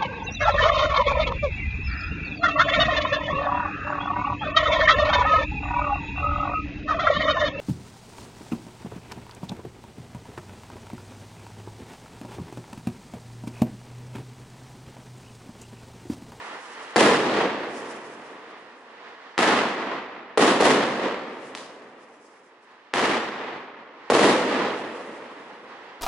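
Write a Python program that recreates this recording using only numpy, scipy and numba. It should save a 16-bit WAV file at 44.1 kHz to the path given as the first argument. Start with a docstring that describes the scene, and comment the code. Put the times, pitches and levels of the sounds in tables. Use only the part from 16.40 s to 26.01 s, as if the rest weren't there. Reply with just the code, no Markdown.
"""Open ground at night among houses and trees, a fireworks cake near a small stereo microphone.
Pairs of lift charges crack on the ground, shells burst overhead, a stray star pops late, stars sizzle.
Each blast is a damped pressure swing sent along a straight path, off a few near walls, then through
a long noise scatter that loses treble in the air. Sizzle and background (the dying tail of earlier shots
at first, then distant traffic) are coloured noise on level curves. The microphone limits the peaks."""
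import sys
import numpy as np
from scipy import signal
from scipy.fft import rfft, irfft
from scipy.io import wavfile
from scipy.ndimage import uniform_filter1d
from numba import njit

SR = 44100
rng = np.random.default_rng(int(sys.argv[2]) if len(sys.argv) > 2 else 0)


def bounce(signal):
    """Save signal as a 16-bit WAV file at the path given by the first command-line argument."""
    frames = np.transpose(np.atleast_2d(signal))
    limited = np.clip(frames, -1, 1)
    pcm = np.round(limited * 32767).astype(np.int16)
    wavfile.write(sys.argv[1], SR, pcm)


N = 423801

# All levels are those ahead of the microphone's housing and limiter.
# Background level: the dying tail of earlier shots at first, then distant traffic, before it is panned.
# Each row: time in seconds, level in dB.
BACKGROUND_LEVEL = [(0, -36.5), (.25, -37), (.55, -39.5), (2.0, -45.5), (2.5, -47), (2.75, -43.5),
                    (2.97, -46), (3.9, -50.5), (5.5, -61.5), (6.0, -56.5), (6.5, -51), (7.3, -54),
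                    (7.68, -47), (9.0, -47.5), (9.62, -45)]
# Colour of the background, only its shape counts. Each row: frequency in Hz, gain in dB.
BACKGROUND_COLOUR = [(18, -81), (30, -55), (100, -36), (165, -22.5), (231, -14), (410, -9.5), (439, -8),
                     (699, -7.5), (892, -2.5), (1770, -7), (3020, -15.5), (5000, -25), (7800, -40),
                     (11000, -54)]
# Burning stars that flare up and die.
# Each row: loudest at in seconds, level in dB, rise in dB per second, fall in dB per second.
STAR_FLARES = [(.45, -54, 3, 47), (1.37, -51.5, 90, 32), (1.52, -52.5, 40, 80), (1.65, -59, 300, 150),
               (1.71, -64.5, 300, 90), (1.94, -61.5, 25, 150), (2.05, -68.5, 60, 11), (5.05, -57.5, 60, 38),
               (5.62, -70, 117, 40), (5.85, -61.5, 50, 56), (5.995, -68, 900, 70), (6.22, -69, 900, 57),
               (8.37, -57, 86, 20), (8.63, -58.5, 30, 100), (8.78, -58, 102, 100), (9.1, -69, 25, 31)]
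# Colour of the sizzle, only its shape counts. Each row: frequency in Hz, gain in dB.
STAR_COLOUR = [(1000, -23), (2500, -33), (5000, 1.5), (8000, -3), (11500, -9)]

# Shells bursting overhead, lift charges in the tubes, and a stray star popping late.
# Each row: start in seconds, level in dB, near scatter in dB, far scatter in dB,
# left minus right of the straight wave in dB.
SHELL_BURSTS = [(.5601, 2, 5, 4.5, 4), (3.9748, 2, 2, 1, 2.5), (4.2052, 1.5, 2.5, 0, 3),
                (7.7008, 2.5, -1.5, 1, 1.2), (7.7937, 3, -1.5, -0.5, 4)]
LIFT_CHARGES = [(2.9794, 5.5, 0.7, -1, 1.1), (3.0353, 1, 0, 2, 1.4), (6.5382, 4.6, -1.2, -3.5, .9),
                (6.5942, 0.45, -3, 0.5, .9)]
STRAY_POPS = [(5.1507, -4, -0.46, -.5, .3)]
# Ground and near walls; the first lift row is a thud carried by the soil, ahead of the air wave.
# Each row: delay after the straight wave in seconds, level against it in dB, treble edge in Hz.
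BURST_REFLECTORS = [(.0021, -4, 3000), (.0085, -16, 3000), (0.0186, -6, 5000), (0.0212, -1, 2000),
                    (0.0228, -1.5, 2000), (.031, -13, 5000), (.051, 3.5, 4000), (.071, 0.5, 3000)]
LIFT_REFLECTORS = [(-.0036, -15, 700), (.0022, -11, 3000), (.0222, -6, 12000), (.0316, -4, 3000),
                   (.045, -6, 2000), (.062, -5, 5000), (.078, -8, 4000)]
POP_REFLECTORS = [(.003, -15, 4000), (0.017, -15, 5000), (0.024, -6, 3000), (0.033, -8, 4970)]
# Groups of houses and trees that scatter the blast back, before the near and far scatter levels.
# Each row: loudest at in seconds after the blast, level in dB, rise and fall in dB per second.
BURST_ECHO_GROUPS = [(.004, -20.5, 6000, 1500), (.055, -20, 285, 143), (.105, -22.5, 700, 402),
                     (.13, -29, 200, 51), (.45, -32.5, 53, 64.5), (.65, -45.5, 98, 15.5)]
LIFT_ECHO_GROUPS = [(.002, -30.5, 1300, 120), (.05, -23.5, 170, 350), (.1, -24.5, 330, 200),
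                    (0.154, -24.5, 106, 62.6), (.55, -35.5, 20, 95), (.75, -45.5, 17, 21)]
POP_ECHO_GROUPS = [(.003, -31, 900, 1200), (.03, -35.5, 300, 80), (.25, -54, 100, 22)]
# Colour that the scattering adds. Each row: frequency in Hz, gain in dB.
BURST_ECHO_COLOUR = [(60, -3), (120, -5), (200, 2.5), (320, -1), (480, -5), (700, -6), (1100, 0), (1800, 2),
                     (3000, 5), (6000, 7.5), (11000, 11.5)]
LIFT_ECHO_COLOUR = [(60, -1), (120, -9), (200, 2.5), (320, 4.5), (480, 2.5), (700, 2), (1100, 0),
                    (1800, -4.5), (3000, -2), (6000, 0.5), (11000, 2.5)]
POP_ECHO_COLOUR = [(300, -9), (800, 5), (2000, -5), (5000, 7.5), (11000, 10.5)]
# Loss on the longer paths, before each kind of blast scales it.
# Each row: frequency in Hz, loss in dB per second of delay.
PATH_LOSS = [(60, -1.5), (150, 3), (400, 0.5), (1000, -0.5), (2500, 1), (5000, 12.5), (8000, 30),
             (11500, 49)]

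# Microphone response to the blasts. Each row: frequency in Hz, gain in dB.
MIC_RESPONSE = [(25, -24), (60, -20), (120, -10), (200, -2), (450, -1), (1000, -2), (2000, -4), (4000, -8),
                (8000, -13.5), (11500, -17)]
# Likeness of left and right for diffuse sound. Each row: frequency in Hz, likeness from 0 to 1.
CHANNEL_LIKENESS = [(60, 1), (270, 1), (580, 0.93), (1200, 0.68), (2600, 0.4), (5500, 0.017), (11000, 0.19)]
# Dips and bumps from the housing and the ground under it. Each row: frequency in Hz, gain in dB.
HOUSING_RESPONSE = [(120, -1), (146, 3.5), (170, -6.5), (196, 2.5), (214, 0.5), (240, 2.5), (400, 0.5),
                    (473, 2), (560, -.5), (1150, 0), (1480, -2), (1900, 2), (2250, -1.5), (3000, 0.5)]

TAIL = 3 * SR  # samples of scatter after each blast
FRAME = 512  # samples: noise-colouring window, blast wave length and room ahead of the straight wave
FAR_S = 0.45  # delay in seconds from which the scatter counts as fully far
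BACKGROUND_PAN_DB, BACKGROUND_LAG = -2.1, 3  # left minus right in dB, left late in samples
FAR_PAN_DB = -0.75  # left minus right; the far reflectors lie to the right
# Ball of hot gas: swing period in ms, swings until it fades to 1 / e.
BURST_GAS, LIFT_GAS, POP_GAS = (2.0, .44), (.66, .3), (.42, .27)
LAG_HZ, LAG_Q = 333, .3  # where the bass starts to lag, and how sharply
TOP_HZ = 11000  # upper edge of what the microphone passes on


def undb(db):
    """Gain of a level in dB."""
    return 10 ** (np.asarray(db) / 20)


def over_hz(table, hz):
    """Read a (Hz, value) table on a log-frequency axis."""
    table_hz, values = np.transpose(table)
    return np.interp(np.log(np.maximum(hz, 1)), np.log(table_hz), values)


def over_s(table, count):
    """Gain of a (s, dB) curve at every sample, silent outside it."""
    s, db = np.transpose(table)
    return undb(np.interp(np.arange(count) / SR, s, db, left=-200, right=-200))


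def swells(table, count):
    """Gain of overlapping swells, each rising and falling at its own steady rate; their powers add."""
    t = np.arange(count) / SR
    power = np.zeros(count)
    for peak_s, db, rise, fall in table:
        drop = np.maximum(rise * (peak_s - t), fall * (t - peak_s))
        power += undb(2 * (db - drop))
    return np.sqrt(power)


def sides(db):
    """Left and right gains of a left-minus-right difference."""
    return undb(np.array([[db], [-db]]) / 2)


def walk(rate, count):
    """Random levels held about 1 / rate s and slewed; spread near 1."""
    hold = int(SR / rate) + 1
    steps = np.repeat(rng.standard_normal(count // hold + 1), hold)
    return uniform_filter1d(steps, hold)[:count]


def diffuse(count, tint, grain_db, grain_hz, loss=0.):
    """Stereo noise from all around, of the given colour; loss dulls it with time, grain makes it lumpy."""
    noise = rng.standard_normal((2, count)) * undb(grain_db * walk(grain_hz, count))
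    hz, s, (mid, side) = signal.stft(noise, SR, nperseg=FRAME)
    # the balance of middle and side sets how alike left and right are
    alike = np.clip(over_hz(CHANNEL_LIKENESS, hz), 0, 1)[:, None]
    mid = mid * np.sqrt((1 + alike) / 2)
    side = side * np.sqrt((1 - alike) / 2)
    loss_db = loss * np.outer(over_hz(PATH_LOSS, hz), s)
    gain = undb(over_hz(tint, hz)[:, None] - loss_db)
    stereo = np.array([mid + side, mid - side])
    return signal.istft(gain * stereo, SR, nperseg=FRAME)[1][:, :count]


def steady(gain, tint, grain_db, grain_hz):
    """Coloured noise brought to unit level, then made to follow a gain curve."""
    noise = diffuse(N, tint, grain_db, grain_hz)
    return noise / np.std(noise) * gain


def distant_background():
    """Tail of earlier shots, then traffic: one diffuse noise, stronger and slightly earlier on the right."""
    hum = steady(over_s(BACKGROUND_LEVEL, N), BACKGROUND_COLOUR, grain_db=2.35, grain_hz=11.0)
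    left, right = hum * sides(BACKGROUND_PAN_DB)
    return np.array([np.roll(left, BACKGROUND_LAG), right])


def burning_stars():
    """Sizzle of burning stars: grainy diffuse noise that swells and dies with each flare."""
    return steady(swells(STAR_FLARES, N), STAR_COLOUR, grain_db=2.5, grain_hz=40.)


def blast_wave(gas):
    """A pressure jump; then the ball of hot gas swings back and forth and fades."""
    period_ms, fade_swings = gas
    swings = 1000 * np.arange(FRAME) / SR / period_ms
    return -np.cos(2 * np.pi * swings) * np.exp(-swings / fade_swings)


def scattered_paths(groups, tint, near_db, far_db, grain_db, lump_db, loss):
    """Scatter from houses and trees: noise as a dense train of echoes, duller with delay."""
    far = np.minimum(np.arange(TAIL) / SR / FAR_S, 1)
    # single reflectors stand out as grains
    paths = diffuse(TAIL, tint, grain_db, grain_hz=2500., loss=loss)
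    # groups of reflectors stand out as lumps, which blend as the echoes crowd
    paths *= undb(lump_db * (1 - .4 * far) * walk(150, TAIL))
    level_db = near_db + (far_db - near_db) * far
    pan_db = np.outer([.5, -.5], FAR_PAN_DB * far)
    return paths * undb(level_db + pan_db) * swells(groups, TAIL)


def add_walls(paths, walls):
    """Near reflectors: a rough wall smears the wave and so dulls it."""
    t = np.arange(FRAME) / SR
    for lag, wall_db, edge_hz in walls:
        smear = np.exp(-2 * np.pi * edge_hz * t)
        first = FRAME + int(lag * SR)
        paths[:, first:first + FRAME] += undb(wall_db) * smear / smear.sum()


def blasts(table, gas, walls, groups, tint, grain_db, lump_db, loss):
    """Every blast wave travels the straight path, the walls and a scatter of its own."""
    out = np.zeros((2, N + TAIL))
    wave = blast_wave(gas)
    for start_s, db, near_db, far_db, pan_db in table:
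        paths = scattered_paths(groups, tint, near_db, far_db, grain_db, lump_db, loss)
        # room ahead of the straight wave for what the soil carries
        paths = np.pad(paths, ((0, 0), (FRAME, 0)))[:, :TAIL]
        paths[:, FRAME:FRAME + 1] += sides(pan_db)
        add_walls(paths, walls)
        start = int(start_s * SR) - FRAME
        heard = signal.fftconvolve(paths, wave[None])[:, :TAIL]
        out[:, start:start + TAIL] += undb(db) * heard
    return out[:, :N]


def shell_bursts():
    """Shells overhead: the slowest gas swing gives the deepest blast."""
    return blasts(SHELL_BURSTS, BURST_GAS, BURST_REFLECTORS, BURST_ECHO_GROUPS, BURST_ECHO_COLOUR,
                  grain_db=2.5, lump_db=1.0, loss=0.91)


def lift_charges():
    """Pairs of charges in the tubes: a quick gas swing cracks, the soil carries a thud ahead."""
    return blasts(LIFT_CHARGES, LIFT_GAS, LIFT_REFLECTORS, LIFT_ECHO_GROUPS, LIFT_ECHO_COLOUR,
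                  grain_db=2.5, lump_db=2.0, loss=1.15)


def stray_pop():
    """A stray star popping late: the shortest gas swing, with a thin scatter."""
    return blasts(STRAY_POPS, POP_GAS, POP_REFLECTORS, POP_ECHO_GROUPS, POP_ECHO_COLOUR,
                  grain_db=0.0, lump_db=1.5, loss=0.95)


def causal(table, size=4096):
    """Shortest causal response with the table's gain, from the folded cepstrum."""
    hz = np.arange(size // 2 + 1) * SR / size
    cepstrum = irfft(over_hz(table, hz) * np.log(10) / 20)
    cepstrum[1:size // 2] *= 2
    cepstrum[size // 2 + 1:] = 0
    return irfft(np.exp(rfft(cepstrum)))


def coloured(x, table):
    """Sound passed through the causal response of a (Hz, dB) table."""
    return signal.fftconvolve(x, causal(table)[None])[:, :N]


def late_bass(x):
    """An all-pass: the treble of each crack leads, the thump follows."""
    w = 2 * np.pi * LAG_HZ / SR
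    width = np.sin(w) / 2 / LAG_Q
    poles = [1 + width, -2 * np.cos(w), 1 - width]
    return signal.lfilter(poles[::-1], poles, x)


@njit
def limit(x, top, ratio, attack, release):
    """Gain control: both channels turn down together when the envelope passes the top."""
    y, envelope = np.empty_like(x), 0.
    for i in range(x.shape[1]):
        peak = max(abs(x[0, i]), abs(x[1, i]))
        # attack and release are the shares of the gap closed per sample
        envelope += (peak - envelope) * (attack if peak > envelope else release)
        y[:, i] = x[:, i] * min(1., (top / (envelope + 1e-9)) ** (1 - 1 / ratio))
    return y


def scene():
    """Bursts, lifts and the late pop over burning stars and the distant background."""
    background = distant_background() + burning_stars()
    shots = shell_bursts() + lift_charges() + stray_pop()
    # the microphone thins the bass and treble of the blasts
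    return background + coloured(shots, MIC_RESPONSE)


def record(dry):
    """The housing colours the sound and the bass comes late; a limiter holds the blasts; the top is cut."""
    heard = late_bass(coloured(dry, HOUSING_RESPONSE))
    held = limit(heard, 0.36, 2.66, 0.06, 0.0011)
    # the sharpest tips are rounded
    rounded = 0.78 * np.tanh(held / 0.83)
    # the deepest rumble is dropped
    lean = signal.lfilter(*signal.butter(2, 45, "high", fs=SR), rounded)
    return signal.sosfilt(signal.ellip(16, .3, 75, TOP_HZ, fs=SR, output="sos"), lean)


dry = scene()
out = record(dry)
bounce(out)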